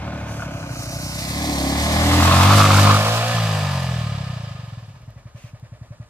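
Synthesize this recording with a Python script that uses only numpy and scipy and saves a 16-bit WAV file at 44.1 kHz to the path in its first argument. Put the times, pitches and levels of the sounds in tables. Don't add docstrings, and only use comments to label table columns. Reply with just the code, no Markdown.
import sys
import numpy as np
from scipy import signal
from scipy.fft import rfft, irfft
from scipy.io import wavfile
from scipy.ndimage import map_coordinates

SR = 44100
rng = np.random.default_rng(int(sys.argv[2]) if len(sys.argv) > 2 else 0)


def waveform_to_disk(signal):
    frames = np.transpose(np.atleast_2d(signal))
    scaled = np.clip(frames, -1, 1) * 32767
    samples = np.round(scaled).astype(np.int16)
    wavfile.write(sys.argv[1], SR, samples)


N = 268569
TIME_S = np.arange(N) / SR

# [t/s, f/Hz]
FIRING_HZ = [(0, 38.02), (.4, 36.06), (.79, 29.68), (1.23, 32.96), (1.42, 38.5), (1.62, 33.53),
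             (1.89, 38.78), (2.4, 45.36), (2.55, 51.21), (2.74, 49.27), (2.97, 51.4), (3.17, 56.8),
             (3.34, 58.1), (3.86, 42.6), (4.48, 26.41), (5.18, 10.73), (6.09, 10.73)]
# [t/s, opening/0-1]
OPENING = [(0, 0.53), (.8, 0.21), (1.22, 0.39), (1.38, 0.59), (1.8, 0.62), (2.2, 0.82), (2.93, 0.95),
           (3.02, 0.45), (3.26, 0.06), (3.34, 0.12)]
# [t/s, x/m]
TRACK_M = [(0, -4.5), (1.4, -3), (2.5, 0.97), (3.4, 2), (5, 3.5), (6.09, 4.5)]
# [t/s, lag/ms]
LAG_MS = [(.3, -0.076), (.7, -0.14), (1.5, -0.2), (1.95, -0.18), (2.8, 0.052), (3.1, 0.12), (3.5, 0.024),
          (6.09, 0.096)]
# [base level/dB, shut-throttle loss/dB, speed slope/(dB/octave), gain from behind/dB]
THUMP_LAW_DB = (-13.5, 12.5, 12, 0)
RASP_LAW_DB = (-21, 5, 12, -1.06)
BOOM_LAW_DB = (-7.5, 19, 7.5, 1.2)
GROWL_LAW_DB = (-13.5, 27, 9, -7.5)
BARK_LAW_DB = (-15, 17.5, 12, 4.5)
CLATTER_LAW_DB = (-21.5, 8, 11, -0.5)

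# [t/s, level/dB]
THUMP_DB = [(0, 1), (1.2, 4.5), (1.5, -4), (3.3, -1.5), (3.36, -5), (3.8, -2), (4.3, 0), (4.69, -0.5),
            (4.78, 2), (4.84, -1), (5.02, -6), (5.085, 5.5), (5.165, -2), (5.26, 1), (6, 6.5)]
PUMPING_DB = [(4.55, -39), (4.75, -29), (4.88, -6), (5.04, -1), (5.12, -14), (5.2, -14), (5.28, -21)]
DRONE_DB = [(0, -38.5), (1.2, -45), (1.49, -23), (1.56, -30.5), (1.7, -25.5), (1.9, -27), (2.17, -19),
            (2.4, -30), (2.8, -30), (2.92, -37), (3.0, -58)]
VALVES_DB = [(0, -39.5), (.2, -39), (.65, -36.5), (.85, -37.5), (1.3, -41)]
PARKED_DB = [(0, -38), (.7, -35), (1.25, -35.5)]
SPRAY_DB = [(0, -60.5), (.68, -48), (.8, -39), (1.38, -33.5), (2.6, -25), (3.3, -34), (3.6, -38.5),
            (4.2, -53), (4.9, -66)]
HOWL_DB = [(1.2, -54), (1.42, -32), (1.9, -27.5), (2.4, -31.5), (2.95, -23.5), (3.05, -23.5), (3.3, -26),
           (3.42, -31.5), (3.7, -34.5), (4, -45), (4.5, -60)]
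SCUFF_DB = [(5.3, -110), (5.345, -61), (5.38, -50), (5.42, -49.5), (5.47, -50.5), (5.51, -57),
            (5.58, -110)]

# [t/s, f/Hz]
PARKED_HZ = [(0, 12.4), (.6, 12.35), (1, 11.8)]
# [t/s, f/Hz, gain/1]
BOW_HISS = [(0, 6250, 0.65), (.3, 6400, 1.6), (.75, 6170, 0.88), (1.05, 5550, 0.48), (1.45, 4170, 0.23),
            (2.2, 3880, 0.2), (3, 4300, 0.2)]
# [t/s, f/Hz, depth/0-1, depth at half f/0-1]
NOTCHES = [(.2, 4300, .2, .1), (.6, 3600, 0.7, 0.44), (.85, 3380, .97, 0.5), (1.1, 3500, 0.5, 0.57),
           (1.35, 2830, 0.8, 0.54), (1.7, 2730, 0.45, 0.65), (1.95, 2670, 0.6, 0.36), (2.4, 1940, 0.4, 0),
           (3.3, 2100, 0.94, 0.4), (3.6, 2100, 0.95, 0.03)]
# [t/s, level/dB, share of clank against thud/0-1]
BED_KNOCKS = [(.073, -27, 0.55), (0.395, -26, 0.6), (.421, -23, 0.95), (.431, -31, 0.4), (1.239, -27, 0.3),
              (1.436, -29, 0.2), (1.609, -22, .4)]
# [t/s, level/dB]
SPLASH_DB = [(.265, -48.5), (2.51, -27), (2.74, -25.5)]
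# [t/s, length/s, level/dB, f/Hz, phase/cycles]
BURSTS = [(2.18, .05, -9, 1120, 0.95), (2.295, .03, -7.5, 1210, .84), (2.385, .03, -8, 1180, 0.82),
          (2.45, .045, -10.5, 1104, 0.52), (2.495, .06, -8, 1220, 0.78), (2.575, .1, -6, 1230, 0.66),
          (2.695, .02, -4, 1250, .84), (2.735, .06, -9, 1395, 0.77), (2.815, .08, -22, 1210, 0.8),
          (2.895, .075, -6, 1216, 0.87)]
# [t/s, level/dB]
TICK_DB = [(5.018, -54), (5.105, -50), (5.515, -65), (5.598, -49), (5.86, -58)]

# [f/Hz, width/Hz, level/dB]
SILENCER_SHELL_MODES = [(540, 130, -14), (736, 20, -10), (1020, 61, -8.5), (1230, 37, 7), (1745, 74, 4.5),
                        (2050, 91, 9), (2830, 94, -2), (3050, 170, -15), (4700, 240, -2.5)]
ENGINE_CASE_MODES = [(579, 103, 15.5), (665, 24.5, 6), (780, 270, -6), (1032, 24, 10), (1103, 36, -13),
                     (1900, 58, -29), (2146, 45, 2.5), (2450, 190, -23), (4370, 100, -32)]
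CYLINDER_HEAD_MODES = [(596, 32, -2), (660, 43, 3), (895, 56, -13), (1260, 230, -1), (1480, 90, -0.5),
                       (2400, 170, -6)]
DUCT_MODES = [(1040, 260, 16.0), (1285, 90, 8.1), (1417, 64, 2.4), (2520, 91, 3)]

# [f/Hz, level/dB]
SILENCER_EQ = [(20, -26), (45, -20), (70, 2), (100, 8), (125, 12.5), (165, 7.5), (200, -4.5), (250, -15.5),
               (300, -23.5), (400, -34.5), (900, -43)]
RASP_EQ = [(600, -3.5), (1500, 3.5), (1800, 9), (2400, 8.5), (3000, 3), (3600, 5), (4700, 0.5), (6000, -8),
           (8000, -3), (15000, -67)]
AIRBOX_EQ = [(80, -36), (120, -1.5), (155, 2), (210, 0), (255, -1), (295, -10), (335, -5), (420, -32),
             (800, -10.5)]
BARK_EQ = [(250, -13), (500, -2.5), (800, 3), (1080, 6.5), (1300, 9), (1550, -6), (1900, -35),
           (3000, -10.5), (6000, -20)]
CASES_EQ = [(200, -1), (400, -33.5), (520, -7.5), (660, -7.5), (850, -4.5), (1000, -2), (1200, -17.5),
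            (1420, -37), (1750, -22), (2100, -5), (3500, -33), (8000, -50)]
WATER_EQ = [(200, -27), (600, -30), (1500, -1.5), (3000, -3), (4500, 1), (6200, 0), (8500, -4), (12000, -6),
            (15000, -14)]
AIR_EQ = [(25, -12), (50, 12), (110, 6), (350, -11.5), (600, -8), (1500, -13.5), (3000, -23.5),
          (7000, -20.5), (15000, -40)]
HOWL_EQ = [(300, -25.5), (420, -14), (520, -3.5), (610, -0.5), (690, 2), (810, -1), (920, -8), (1060, 0.5),
           (1300, -7), (1500, -10), (2500, -33)]
POP_EQ = [(45, -19), (72, 6.5), (150, -6), (245, -4), (330, -27)]
PUFF_EQ = [(300, -2), (420, -9), (590, 14.5), (780, -2.5), (1150, -2), (1400, -12), (1750, 1), (2200, 4.5),
           (2800, -15), (6000, -21)]
SAND_EQ = [(300, -22), (700, -4), (1500, -7), (2500, 0), (4000, -11.5), (6000, -7), (10000, -16),
           (15000, -25.5)]
BUFFET_EQ = [(15, -26), (45, 1.0), (120, -3.5), (400, -10)]
THUD_EQ = [(300, -28), (520, -15), (660, 18), (850, -6), (2000, -20)]
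CLANK_EQ = [(300, -26), (700, 4.5), (1100, -7), (1450, 12), (2000, -15), (5000, -32)]
TICK_EQ = [(3000, 5), (7000, 0), (14000, -2)]
# [f/Hz, level/dB]
BALANCE_DB = [(100, 0.64), (950, -0.5), (1900, 1.5), (3800, -4.5), (7500, -1), (15000, 2)]

IDLING_HZ, REVVING_HZ, CLOSEST_M = 13.6, 50, 1.563
SHUT_S, SHUT_TAKES_S = 3.32, 0.034


def gain_of(db):
    return 10 ** (np.asarray(db) / 20)


def unit_rms(x):
    return x / np.sqrt(np.mean(x ** 2) + 1e-20)


def curve(rows, column=1):
    rows = np.asarray(rows, float)
    return np.interp(TIME_S, rows[:, 0], rows[:, column])


def level(rows, fade_db_per_s=42):
    return gain_of(curve(rows) - fade_db_per_s * np.maximum(TIME_S - rows[-1][0], 0))


def ramp(start_s, length_s):
    return np.clip((TIME_S - start_s) / length_s, 0, 1)


def by_speed(hz, values):
    return np.interp(curve(FIRING_HZ), hz, values)


def wander(hz):
    f = np.fft.rfftfreq(N, 1 / SR)
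    return unit_rms(irfft(rfft(rng.standard_normal(N)) / (1 + (f / hz) ** 4), N))


def drift(per_s):
    values = rng.standard_normal(int(TIME_S[-1] * per_s) + 2)
    return np.interp(TIME_S * per_s, np.arange(len(values)), values)


def butter(x, order, hz, kind):
    return signal.sosfilt(signal.butter(order, hz, kind, fs=SR, output="sos"), x)


def colour(x, eq, size=8192):
    hz, db = np.transpose(eq)
    log_f = np.log(np.fft.rfftfreq(size, 1 / SR) + 1)
    beyond = np.maximum(log_f - np.log(hz[-1]), 0) + np.maximum(np.log(hz[0]) - log_f, 0)
    shape_db = np.interp(log_f, np.log(hz), db) - 20 * beyond
    log_gain = np.log(gain_of(np.maximum(shape_db, -100)))
    spectrum = np.exp(signal.hilbert(np.r_[log_gain, log_gain[-2:0:-1]]).conj())
    impulse = np.fft.ifft(spectrum).real[:size // 2]
    return signal.oaconvolve(np.atleast_2d(x), impulse[None] / np.linalg.norm(impulse), axes=1)[:, :N]


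def ring(x, modes):
    t = np.arange(SR // 20) / SR
    body = sum(gain_of(db) * np.sqrt(width) * np.exp(-np.pi * width * t) * np.cos(2 * np.pi * hz * t)
               for hz, width, db in modes)
    body = butter(body, 3, [450, 6000], "band")
    return signal.oaconvolve(x, body[None] / np.linalg.norm(body), axes=1)[:, :N]


def resonate(x, hz, width_hz):
    carrier = np.exp(2j * np.pi * np.cumsum(hz * np.ones(N)) / SR)
    pole = np.exp(-np.pi * width_hz / SR)
    return 2 * (carrier * signal.lfilter([1 - pole], [1, -pole], x / carrier + 1e-18)).real


def pulses(cycles, at, uneven_db, jitter_ms):
    turns = np.arange(np.ceil(cycles[0] - at), np.floor(cycles[-1] - at) + 1) + at
    size, late = rng.standard_normal((400, 2))[:len(turns)].T
    times_s = np.interp(turns, cycles, TIME_S) + late * jitter_ms / 1000
    where = np.clip(np.round(times_s * SR).astype(int), 0, N - 1)
    out = np.zeros(N)
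    out[where] = gain_of(uneven_db * size) / np.sqrt(np.gradient(cycles)[where])
    return out


def gate(cycles, at, decay_cycles, steady):
    age = (cycles - at) % 1
    return unit_rms(steady + (1 - np.exp(-age / 0.39)) * np.exp(-age / decay_cycles))


def chuff(cycles, at):
    return gate(cycles, at, decay_cycles=.4, steady=by_speed([12, 26], [.06, .35]))


def place(x):
    half_lag = curve(LAG_MS) * SR / 1000 / 2
    return np.array([map_coordinates(np.ravel(x), [np.arange(N) + side * half_lag], order=3)
                     for side in (-1, 1)])


def facing():
    return curve(TRACK_M) / np.hypot(curve(TRACK_M), CLOSEST_M)


def loudness(law):
    db, shut_db, octave_db, behind_db = law
    octaves = np.log2(np.maximum(curve(FIRING_HZ), IDLING_HZ) / REVVING_HZ)
    closed = 1 - curve(OPENING)
    nearness = CLOSEST_M / np.hypot(curve(TRACK_M), CLOSEST_M)
    return gain_of(db - shut_db * closed + octave_db * octaves + behind_db * facing()) * nearness


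def turbulence(direct):
    straight = place(rng.standard_normal(N))
    return np.sqrt(direct) * straight + np.sqrt(1 - direct) * rng.standard_normal((2, N))


def repeating(cycles, count=160, size=4096):
    orders = np.arange(1, count + 1)
    spectra = np.exp(-(orders / 60) ** 2) * np.exp(2j * np.pi * rng.random((4, count)))
    stumble = .0045 * drift(per_s=60)
    where = ((cycles + stumble) % 1 * size).astype(int)
    waves = np.array([irfft(np.r_[0, spectrum], size)[where] * size for spectrum in spectra])
    blend = np.array([drift(per_s=16) for _ in spectra])
    return (blend * waves).sum(0) / np.linalg.norm(blend, axis=0) * np.sqrt(curve(FIRING_HZ) / SR)


def grinding(cycles, direct, locked, locked_hz=1600):
    share = np.clip(locked * curve(FIRING_HZ) / REVVING_HZ, 0, .9)
    noise = turbulence(direct)
    low = signal.sosfiltfilt(signal.butter(2, locked_hz, fs=SR, output="sos"), noise)
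    return np.sqrt(share) * place(repeating(cycles)) + noise - (1 - np.sqrt(1 - share)) * low


def silencer(firings, pipe_hz, width_hz, pipe_gain):
    thump = colour(firings, SILENCER_EQ)[0]
    return thump + pipe_gain * resonate(thump, pipe_hz, width_hz)


def exhaust(cycles, overrun_db=12.5, drowned_db=-22):
    overrun = gain_of(overrun_db * ramp(SHUT_S, SHUT_TAKES_S))
    firings = gain_of(curve(THUMP_DB)) * pulses(cycles, at=0, uneven_db=1, jitter_ms=.022)
    pushes = gain_of(curve(PUMPING_DB)) * pulses(cycles, at=.348, uneven_db=-3, jitter_ms=.061)
    swing = by_speed([14, 32], [1.9, .4])
    thump = silencer(overrun * (firings + pushes), pipe_hz=110, width_hz=14.7, pipe_gain=swing)
    thump /= np.sqrt(1 + swing)
    gas = grinding(cycles, direct=.45, locked=.6) * chuff(cycles, at=.1)
    blows = place(pulses(cycles, at=.2, uneven_db=1.5, jitter_ms=.04))
    shell = ring(.3 * blows + .95 * gas, SILENCER_SHELL_MODES)
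    behind = np.interp(TIME_S, [2.4, 3.4], [.3, .8])
    rasp = behind * shell + np.sqrt(1 - behind ** 2) * colour(gas, RASP_EQ)
    drowned = gain_of(drowned_db * (1 - ramp(.93, .27)))
    return loudness(THUMP_LAW_DB) * place(thump) + loudness(RASP_LAW_DB) * drowned * rasp


def boom_gain():
    return loudness(BOOM_LAW_DB) * (1 - ramp(SHUT_S, SHUT_TAKES_S))


def intake(cycles, off_side_db=-8.5, surge_db=3.8):
    crank = 4 * np.pi * (cycles - .32)
    boom = -(np.cos(crank) + .32 * np.cos(2 * crank)) * (1 + .11 * wander(hz=6.9))
    gulps = pulses(cycles, at=.12, uneven_db=1.2, jitter_ms=.1) + .12 * rng.standard_normal(N)
    low = boom_gain() * boom + loudness(GROWL_LAW_DB) * colour(gulps, AIRBOX_EQ)
    rush = grinding(cycles, direct=.19, locked=.69) * gate(cycles, at=1, decay_cycles=.44, steady=.12)
    bark = .7 * ring(rush, DUCT_MODES) + .7 * colour(rush, BARK_EQ)
    beam = gain_of(off_side_db * facing() ** 2 + surge_db * wander(hz=25))
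    return place(low) + loudness(BARK_LAW_DB) * beam * bark


def buffet():
    return gain_of(-22) * boom_gain() * colour(turbulence(direct=.97), BUFFET_EQ)


def drone(cycles, hz=279.8, width_hz=54.5):
    gulps = pulses(cycles, at=.93, uneven_db=1.5, jitter_ms=.21) + .33 * rng.standard_normal(N)
    note = resonate(resonate(gulps, hz, width_hz), hz, width_hz)
    return place(level(DRONE_DB) * unit_rms(note))


def clatter(cycles):
    knocks = sum(size * pulses(cycles, at=at, uneven_db=1.7, jitter_ms=.03)
                 for at, size in [(.14, .55), (.23, .45), (.38, .4), (.52, .35), (.7, .45)])
    churn = grinding(cycles, direct=.9, locked=.7) * chuff(cycles, at=.08)
    hard = by_speed([18, 50], [.2, .35])
    drive = hard * place(knocks) + np.sqrt(1 - hard ** 2) * churn
    cases = .85 * ring(drive, ENGINE_CASE_MODES) + .35 * colour(drive, CASES_EQ)
    return loudness(CLATTER_LAW_DB) * cases


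def valves(cycles):
    knocks = place(pulses(cycles, at=.77, uneven_db=3, jitter_ms=.091))
    rattle = turbulence(direct=.76) * gate(cycles, at=.55, decay_cycles=.5, steady=.11)
    return level(VALVES_DB) * ring(.33 * knocks + .99 * rattle, CYLINDER_HEAD_MODES)


def parked_bike():
    cycles = np.cumsum(curve(PARKED_HZ)) / SR
    firings = pulses(cycles, at=.73, uneven_db=.7, jitter_ms=.8)
    return level(PARKED_DB) * unit_rms(silencer(firings, pipe_hz=104, width_hz=16, pipe_gain=2))


def water(cycles, direct, drops_per_s=1800):
    sheet = turbulence(direct) * gate(cycles, at=.64, decay_cycles=.35, steady=1.9)
    sizes = gain_of(3.6 * np.minimum(rng.exponential(1, (3, N)), 4))
    falls = sizes * (rng.random((3, N)) < drops_per_s / SR)
    drops = np.sqrt(direct) * unit_rms(place(falls[0])) + np.sqrt(1 - direct) * unit_rms(falls[1:])
    return .93 * sheet + .55 * drops


def spray_gain(splash_rise_s=.053):
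    power = level(SPRAY_DB) ** 2
    for start_s, db in SPLASH_DB:
        age = np.maximum(TIME_S - start_s, 0) / splash_rise_s
        power += (gain_of(db) * age * np.exp(1 - age)) ** 2
    return np.sqrt(power)


def spray(cycles, mist_hz=5600):
    direct = np.interp(TIME_S, [1.8, 2.3], [.98, .25])
    coarse = butter(water(cycles, direct), 4, mist_hz, "low")
    mist = butter(water(cycles, direct=0), 4, mist_hz, "high")
    slosh = gain_of(wander(hz=11) + wander(hz=90))
    wash = colour(coarse + mist, WATER_EQ)
    hiss = curve(BOW_HISS, column=2) * resonate(wash, curve(BOW_HISS), width_hz=1070)
    return spray_gain() * slosh * (wash + hiss)


def hollow_sweep(x):
    hz = curve(NOTCHES)
    x = x - curve(NOTCHES, column=2) * resonate(x, hz, width_hz=400)
    return x - curve(NOTCHES, column=3) * resonate(x, hz / 2, width_hz=570)


def bank_echo(x, taps_per_s=2000, rt60_s=.058):
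    t = np.arange(SR // 3) / SR
    taps = rng.standard_normal((2, len(t))) * (rng.random((2, len(t))) < taps_per_s / SR)
    taps *= (t > .003) * gain_of(-60 * t / rt60_s)
    bright = butter(x, 2, 600, "high")
    return gain_of(-12) * signal.oaconvolve(bright, taps / np.linalg.norm(taps[0]), axes=1)[:, :N]


def open_air():
    return gain_of(-52) * colour(turbulence(direct=.91), AIR_EQ)


def chassis(decay_s=.0059):
    thud, clank = np.zeros((2, N))
    for start_s, db, bright in BED_KNOCKS:
        blow = gain_of(db) * (TIME_S > start_s) * np.exp(-abs(TIME_S - start_s) / decay_s)
        thud += (1 - bright) * blow
        clank += bright * blow
    grit = turbulence(direct=.88)
    return colour(thud * grit, THUD_EQ) + colour(clank * grit, CLANK_EQ)


def howl(cycles):
    return place(level(HOWL_DB) * unit_rms(colour(repeating(cycles), HOWL_EQ)))


def barks(cycles, rise_s=.002, sag_per_s=26, rough_rad=.31, uneven_db=.4):
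    t, out = np.arange(SR // 60) / SR, np.zeros(N)
    swell = (t / rise_s * np.exp(1 - t / rise_s)) ** 2
    rough = rough_rad * wander(hz=500)
    for start_s, length_s, db, hz, at in BURSTS:
        times_s = np.interp(np.arange(cycles[-1]) + at, cycles, TIME_S)
        sizes = gain_of(db + uneven_db * rng.standard_normal(len(times_s)))
        turns = hz * np.cumsum(np.exp(-sag_per_s * (t - rise_s))) / SR
        in_burst = (times_s > start_s) & (times_s < start_s + length_s)
        for gulp_s, size in zip(times_s[in_burst], sizes[in_burst]):
            now = round(gulp_s * SR) + np.arange(len(t))
            out[now] += size * swell * np.sin(2 * np.pi * turns + rough[now])
    return place(out)


def idle_pop(cycles):
    idling = by_speed([14, 28], [1, 0])
    slugs = idling * gain_of(curve(THUMP_DB)) * pulses(cycles, at=0, uneven_db=.6, jitter_ms=0)
    return gain_of(-55.5) * place(colour(slugs, POP_EQ))


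def idle_puff(cycles, peak_cycles=.26, spread_cycles=.2):
    idling = by_speed([12, 24], [1, 0])
    swell = unit_rms(np.exp(-.5 * ((cycles % 1 - peak_cycles) / spread_cycles) ** 2))
    puff = turbulence(direct=.98) * swell
    rattle = sum(pulses(cycles, at=at, uneven_db=3, jitter_ms=1.5) for at in (.2, .33, .46))
    return gain_of(-56) * idling * colour(puff + .18 * place(rattle), PUFF_EQ)


def ticks(decay_s=.0012):
    taps = sum(gain_of(db) * (TIME_S > s) * np.exp(-abs(TIME_S - s) / decay_s) for s, db in TICK_DB)
    return colour(taps * turbulence(direct=.6), TICK_EQ)


def scuff():
    grit = rng.standard_normal(N) * gain_of(2 * wander(hz=196))
    pair = np.array([grit, np.roll(grit, 3)])
    return gain_of(curve(SCUFF_DB)) * colour(.56 * pair + .5 * rng.standard_normal((2, N)), SAND_EQ)


def scene():
    cycles = np.cumsum(curve(FIRING_HZ)) / SR + .003 * curve(FIRING_HZ) + .025
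    engine = (exhaust(cycles) + howl(cycles) + intake(cycles) + barks(cycles) + drone(cycles)
              + clatter(cycles) + valves(cycles) + idle_puff(cycles) + idle_pop(cycles))
    bikes = hollow_sweep(engine + spray(cycles) + chassis()) + parked_bike()
    return bikes + bank_echo(bikes) + buffet() + open_air() + scuff() + ticks()


def record(dry, ceiling=.97, edge_hz=15600):
    hz, db = np.transpose(BALANCE_DB)
    tilt_db = np.interp(np.log(np.fft.rfftfreq(N, 1 / SR) + 1), np.log(hz), db) / 2
    heard = irfft(rfft(dry) * gain_of([tilt_db, -tilt_db]), N)
    rounded = heard / (1 + (heard / ceiling) ** 4) ** .25
    lowpass = signal.firwin(511, edge_hz, window=("kaiser", 9), fs=SR)
    return signal.oaconvolve(rounded, lowpass[None], "same")


dry = scene()
out = record(dry)
waveform_to_disk(out)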